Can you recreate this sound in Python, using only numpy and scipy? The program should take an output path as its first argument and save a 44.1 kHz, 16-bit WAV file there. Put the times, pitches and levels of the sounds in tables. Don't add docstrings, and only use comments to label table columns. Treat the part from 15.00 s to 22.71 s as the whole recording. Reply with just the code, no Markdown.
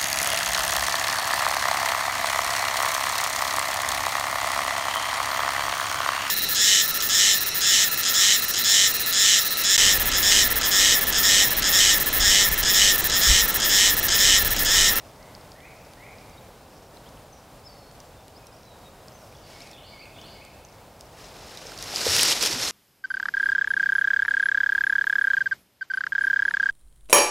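import sys
import numpy as np
from scipy import signal
from scipy.fft import rfft, irfft, next_fast_len
from scipy.io import wavfile
from scipy.ndimage import uniform_filter1d

SR = 44100
rng = np.random.default_rng(int(sys.argv[2]) if len(sys.argv) > 2 else 0)


def bounce(signal):
    frames = np.transpose(np.atleast_2d(signal))
    limited = np.clip(frames, -1, 1)
    pcm = np.round(limited * 32767).astype(np.int16)
    wavfile.write(sys.argv[1], SR, pcm)


def voltage_ratio(decibels):
    exponent = np.asarray(decibels, float) / 20
    return 10 ** exponent


N = 339994


def rms_one(x):
    return x / np.sqrt(np.mean(x ** 2) + 1e-20)


def at_hz(points, hz):
    table_hz, table_db = np.transpose(points)
    return np.interp(np.log(hz), np.log(table_hz), table_db)


def coloured(x, points):
    size = next_fast_len(N)
    hz = np.maximum(np.arange(size // 2 + 1) * SR / size, 1)
    spectrum = rfft(x, size) * voltage_ratio(at_hz(points, hz))
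    return irfft(spectrum, size)[..., :N]


def band(x, low_hz, high_hz):
    limits = [low_hz, min(high_hz, 0.45 * SR)]
    return signal.sosfilt(signal.butter(2, limits, "band", fs=SR, output="sos"), x)


def drift(rate_hz):
    r = np.exp(-2 * np.pi * rate_hz / SR)
    noise = rng.standard_normal(N + SR)
    return rms_one(signal.lfilter([1], [1, -2 * r, r * r], noise)[SR:])


def add(out, s, sound):
    i = round(s * SR)
    out[i:i + len(sound)] += sound[:N - i]


def slips(per_s, spread_db):
    sizes = voltage_ratio(spread_db * np.minimum(rng.exponential(1, N), 5))
    signs = rng.choice([-1, 1], N)
    happens = rng.random(N) < per_s / SR
    return rms_one(sizes * signs * happens)


# (frequency [Hz], relative level [dB])
AIR_COLOUR = [(15, -27), (25, -1), (55, -9), (123, -8), (179, -12.5), (283, -14.5), (361, -16.5),
              (391, -15), (527, -12), (587, -12), (728, -12.5), (1820, -26), (3390, -29.5), (3670, -29),
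              (15800, -38)]
# (time [s], level [dB])
AIR_SWELL_PATH = [(0, 1.5), (1.5, 0.5), (3, 0.5), (4, 0), (5, 1), (6, 0), (7.71, 3)]


def air():
    base_db, breath_db = -47, 0.78
    swell_db = np.interp(np.arange(N) / SR, *np.transpose(AIR_SWELL_PATH))
    hiss = rms_one(coloured(rng.standard_normal(N), AIR_COLOUR))
    return voltage_ratio(base_db + swell_db + breath_db * drift(3.5)) * hiss


# (centre frequency [Hz], time to fall 60 dB [s], level [dB])
TRUNK_ECHOES = [(1800, 1.3, -0.5), (3000, 1.24, -0.8), (4560, 1, 0), (7050, 0.38, 4)]


def trunks(x):
    t = np.arange(SR) / SR
    build_up = 1 - np.exp(-t / 0.022)
    echoes = 0
    for hz, t60, db in TRUNK_ECHOES:
        noise = band(rng.standard_normal(SR), hz / 1.28, hz * 1.28)
        tail = noise * voltage_ratio(-60 * t / t60) * build_up
        echoes = echoes + voltage_ratio(db) * tail / np.sqrt(np.sum(tail ** 2) * SR / hz)
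    return signal.fftconvolve(x, echoes)[:N]


def whistles(notes):
    out = np.zeros(N)
    for s, length, first_hz, last_hz, db in notes:
        u = np.linspace(0, 1, int(length * SR))
        shape = np.sin(np.pi * u ** 1.1) ** 0.55
        hz = first_hz + (last_hz - first_hz) * u
        tone = np.sin(2 * np.pi * np.cumsum(hz) / SR)
        add(out, s, np.sqrt(2) * voltage_ratio(db) * shape * tone)
    return out


# (time [s], pitch [Hz], rms level [dB])
CALL_PATH = [(2.636, 4810, -62), (2.652, 5280, -52), (2.674, 5220, -45), (2.682, 4640, -56),
             (2.72, 4560, -59), (2.79, 4350, -66), (2.86, 4350, -65), (2.92, 4380, -65)]


def near_call():
    s, hz, db = np.transpose(CALL_PATH)
    t = np.arange(s[0], s[-1], 1 / SR)
    tone = np.sin(2 * np.pi * np.cumsum(np.interp(t, s, hz)) / SR)
    out = np.zeros(N)
    add(out, s[0], np.sqrt(2) * voltage_ratio(np.interp(t, s, db)) * tone)
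    return out


# (time [s], length [s], first pitch [Hz], level [dB])
FAR_SLIDES = [(0.188, 0.055, 1840, -60.5), (0.542, 0.14, 1696, -56), (0.969, 0.11, 1800, -54)]
# (time [s], length [s], first pitch [Hz], last pitch [Hz], level [dB])
SINGLE_CHIRPS = [(1.322, .03, 4730, 4600, -63), (1.372, 0.024, 3720, 3870, -56.5),
                 (2.056, .03, 3000, 3600, -58.5), (2.322, .034, 6300, 5500, -53),
                 (3.025, .06, 7550, 7250, -65), (3.16, .05, 3620, 3570, -67), (3.27, .07, 2740, 3300, -65),
                 (3.38, .14, 2520, 2465, -65), (3.345, 0.045, 4450, 5500, -59),
                 (3.522, .016, 4870, 5100, -54), (3.54, .014, 5350, 5800, -57),
                 (3.632, 0.14, 4080, 3720, -61), (3.83, 0.068, 3850, 3700, -59),
                 (4.13, 0.049, 6250, 6100, -60), (4.192, .08, 5800, 5230, -65),
                 (4.425, .035, 4400, 4900, -56), (4.52, .065, 4750, 5700, -59),
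                 (4.988, 0.032, 4450, 4940, -53), (5.017, 0.035, 4850, 3930, -54),
                 (5.118, 0.03, 2170, 2250, -58), (5.216, 0.035, 3200, 3640, -59)]
# (time after its start [s], length [s], first pitch [Hz], last pitch [Hz],
# level within the phrase [dB])
SUNG_PHRASE = [(0, 0.0324, 3750, 3210, -2), (0.037, 0.032, 3340, 3520, -11),
               (0.039, 0.0268, 2750, 3210, 0.5), (0.087, 0.07, 3820, 5140, -2.5),
               (0.178, 0.0872, 2300, 2103, -1.5), (0.258, 0.047, 2235, 2760, 0.5)]
# (time [s], level of high notes [dB], level of low notes [dB])
PHRASE_REPEATS = [(4.333, -64, -56), (4.733, -53, -53.5), (5.139, -52.5, -57)]


def birds():
    slide_hz_per_s, low_note_hz = 7000, 2500
    slide_echo_db, phrase_echo_db, chirp_echo_db = 7.5, 6.5, -6.5
    slide_notes = [(s, length, hz, hz + slide_hz_per_s * length, db) for s, length, hz, db in FAR_SLIDES]
    phrase_notes = []
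    for s, high_db, low_db in PHRASE_REPEATS:
        for after, length, first_hz, last_hz, db in SUNG_PHRASE:
            singing_db = low_db if first_hz < low_note_hz else high_db
            phrase_notes.append((s + after, length, first_hz, last_hz, db + singing_db))
    slides = whistles(slide_notes)
    phrases = whistles(phrase_notes)
    chirps = whistles(SINGLE_CHIRPS) + near_call()
    flutter = voltage_ratio(3.5 * drift(90))
    to_echo = voltage_ratio(slide_echo_db) * slides + voltage_ratio(phrase_echo_db) * phrases + voltage_ratio(chirp_echo_db) * chirps
    return flutter * (slides + phrases + chirps) + trunks(to_echo)


def settling(db):
    crackle = slips(per_s=250, spread_db=3) * voltage_ratio(3.5 * drift(2.5))
    return voltage_ratio(db) * rms_one(band(crackle, 4660, 6080))


# (time [s], peak level of the ring [dB], ring pitch [Hz],
# peak of the crisp puff above that of the ring [dB])
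TICK_EVENTS = [(0.227, -41.5, 4770, -6), (0.3501, -30, 4600, -18), (0.411, -42, 4570, -10),
               (0.518, -35, 4900, -9), (0.6038, -42, 2820, -1), (0.9353, -42, 4400, 5),
               (1.184, -40, 4550, -12), (1.296, -44.5, 6290, -6), (1.3244, -52, 4660, -9),
               (1.9705, -39, 4100, -11), (2.0744, -48, 3480, -6), (2.0894, -42, 5130, -9),
               (2.173, -43.5, 2740, -12), (2.9128, -42, 4400, -1), (3.0022, -34.5, 5240, -2),
               (3.2812, -45, 4660, 11), (3.469, -41, 5970, 6.5), (4.0826, -36.5, 5060, -3),
               (4.2178, -47, 5360, -1), (4.3257, -43, 2500, -1), (4.6049, -36, 3850, 1),
               (4.619, -32, 4940, -6), (4.6724, -36.5, 4900, -13), (4.7132, -37, 5040, 0),
               (4.7316, -38, 3900, -6), (5.0544, -38.5, 2480, -3), (5.214, -36, 5300, -8),
               (5.45, -47, 5130, 15), (5.649, -35, 5970, -6), (6.0088, -33.5, 5300, 2),
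               (6.3036, -43, 4790, -8), (6.573, -28, 3930, -3), (6.668, -26, 5330, -16),
               (6.7192, -33, 1470, 2), (6.776, -30.5, 5230, -9), (6.788, -26.5, 4100, 1),
               (6.81, -30, 4000, -11), (6.8255, -22, 5300, 1.5), (6.8394, -25, 5730, -2),
               (6.9597, -11.5, 5040, -8.5), (6.9835, -24, 4620, -2), (7.0085, -19, 4940, -6),
               (7.0517, -23, 5040, -1), (7.1184, -19, 5040, -8), (7.1575, -14, 5390, -4),
               (7.165, -15, 5660, 12), (7.1926, -8.5, 3160, -4), (7.1984, -12, 3000, -1),
               (7.2106, -16, 3500, 6), (7.2267, -18, 5070, -6), (7.232, -9.5, 5670, 8),
               (7.2613, -23, 5740, -5), (7.3247, -11, 3000, -15), (7.4217, -13, 5250, -14),
               (7.4264, -12, 5700, 7), (7.4386, -20.5, 4860, 10), (7.461, -17, 5190, 11),
               (7.47, -22, 3420, -10), (7.687, -18, 5590, -8)]


def ticks():
    out, t = np.zeros(N), np.arange(600) / SR
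    for s, db, hz, crisp_db in TICK_EVENTS:
        bursts = rng.standard_normal((2, 600))
        ring = band(bursts[0] * t * np.exp(-t / 0.00063), hz / 1.11, hz * 1.15)
        crisp = band(bursts[1] * t * np.exp(-t / 0.0003), 1700, 11000)
        snap = ring / abs(ring).max() + voltage_ratio(crisp_db) * crisp / abs(crisp).max()
        add(out, s, voltage_ratio(db) * snap)
    return out


# (time [s], level before rounding and decay [dB], ring pitch [Hz], time to fall 60 dB [s])
KNOCK_EVENTS = [(6.652, -36, 468, 0.041), (6.938, -24, 750, 0.029), (7.066, -10.5, 490, 0.028),
                (7.085, -28, 87, 0.23), (7.5, -25, 343, 0.056), (7.538, -30, 125, 0.085),
                (7.557, -28.5, 252, 0.096)]


def knocks():
    out, t = np.zeros(N), np.arange(SR // 3) / SR
    for s, db, hz, t60 in KNOCK_EVENTS:
        decay = voltage_ratio(db - 60 * t / t60)
        rounded_start = 1 - np.exp(-t * hz * 3.2)
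        add(out, s, decay * rounded_start * np.sin(2 * np.pi * hz * t))
    return out


def fibres(clump_db, crackle_db, hiss_db):
    edges = 100 * 2 ** np.arange(0, 7.6, 0.5)
    shared = drift(60)
    crackle = slips(per_s=500, spread_db=1.0)
    out = 0
    for low_hz, high_hz in zip(edges, edges[1:]):
        drive = slips(per_s=2500, spread_db=2.0)
        drive = drive + voltage_ratio(crackle_db) * crackle + voltage_ratio(hiss_db) * rng.standard_normal(N)
        clumps = voltage_ratio(clump_db * (0.8 * shared + 0.7 * drift(90)))
        out = out + band(drive * clumps, low_hz, high_hz)
    return out


# (time [s], level of the main rustle [dB])
MOVEMENT = [
    [(4.4, -72), (4.43, -82), (4.47, -59.5), (4.6, -55), (4.72, -61.5), (4.77, -67), (4.8, -72)],
    [(6.05, -75), (6.104, -71), (6.18, -56.5), (6.244, -50.5), (6.314, -56.5), (6.5, -50.5), (6.676, -49.5),
     (6.756, -50.5), (6.836, -43.5), (6.856, -44), (6.944, -35.5), (7.05, -29.5), (7.126, -23.5),
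     (7.326, -22.5), (7.345, -30), (7.405, -32.5), (7.425, -24.5), (7.465, -26), (7.505, -31), (7.535, -31),
     (7.57, -35), (7.632, -29), (7.71, -34)],
]
# (frequency [Hz], relative level [dB])
CLOTH_COLOUR = [(59, -35), (100, -2), (143, -8), (396, -0.5), (469, 0.5), (631, -1.5), (1240, -2.5),
                (2900, -3), (4150, -2.5), (5580, -3), (9480, -12.5), (11700, -14.5), (13900, -19.5),
                (15800, -37)]
# (level above the main rustle at the loud level [dB], dB lost per dB of harder movement)
BALANCE = [(-9.5, 0.4041), (-5.5, 0.1727), (-7.5, 0.0412)]


def cloth(clump_db, crackle_db, hiss_db):
    port_hz, port_width_hz, port_db = 5300, 1400, -6
    loud_db = -25
    brush_ends_s, brush_rub_db = 5, -12
    friction = fibres(clump_db, crackle_db, hiss_db)
    port = signal.lfilter(*signal.iirpeak(port_hz, port_hz / port_width_hz, SR), friction)
    rustle = coloured(friction + voltage_ratio(port_db) * port, CLOTH_COLOUR)

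    size = next_fast_len(N)
    hz = np.arange(size // 2 + 1) * SR / size
    below_1500, below_3800, below_7500 = [1 / (1 + (hz / f) ** 6) for f in (1500, 3800, 7500)]
    shares = [below_7500 - below_3800, below_1500, below_3800 - below_1500, 1 - below_7500]
    spectrum = rfft(rustle, size)
    main, rub, scrape, crisp = [rms_one(irfft(spectrum * share, size)[:N]) for share in shares]

    t = np.arange(N) / SR
    level_db = np.interp(t, *np.transpose(np.concatenate(MOVEMENT)))
    rub = rub * np.where(t < brush_ends_s, voltage_ratio(brush_rub_db), 1)
    mix = main
    for (db, loss), part in zip(BALANCE, (rub, scrape, crisp)):
        mix = mix + voltage_ratio(db - loss * (level_db - loud_db)) * part
    moving = sum((t >= rows[0][0]) & (t < rows[-1][0]) for rows in MOVEMENT) > 0
    gate = uniform_filter1d(moving * 1.0, size=400)
    return gate * voltage_ratio(level_db) * mix


# (frequency [Hz], gain [dB])
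SOURCE_SIDE = [(60, -31), (150, -24), (380, -29), (950, -25), (2380, -24.5), (5980, -23.5), (15000, -18)]
# (frequency [Hz], relative level [dB])
SIDE_HISS = [(15, -33), (25, -2), (234, -0.5), (380, 0.5), (602, -1), (901, -4.5), (2440, -5.5), (6990, -6),
             (14100, -9), (15700, -13)]


def stereo_difference(sources):
    follows = coloured(sources * drift(33), SOURCE_SIDE)
    hiss = voltage_ratio(-69) * rms_one(coloured(rng.standard_normal(N), SIDE_HISS))
    return (follows + hiss) * voltage_ratio(4.4 * drift(34))


def scene():
    near = settling(db=-68) + ticks() + knocks() + cloth(clump_db=1.5, crackle_db=-0.5, hiss_db=-1.5)
    sources = birds() + near
    side = stereo_difference(sources)
    return air() + sources + side * [[1], [-1]]


def band_limit(x):
    return signal.sosfilt(signal.butter(12, 16430, fs=SR, output="sos"), x)


# (frequency [Hz], gain [dB])
PASS_BAND = [(15, -25), (45, 0), (15780, 0), (15800, -90)]


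def record(dry):
    dip_hz, dip_width_hz = 5900, 115
    dipped = signal.lfilter(*signal.iirnotch(dip_hz, dip_hz / dip_width_hz, SR), dry)
    mix = coloured(0.19 * dry + 0.68 * dipped, PASS_BAND)
    return band_limit(mix)


dry = scene()
out = record(dry)
bounce(out)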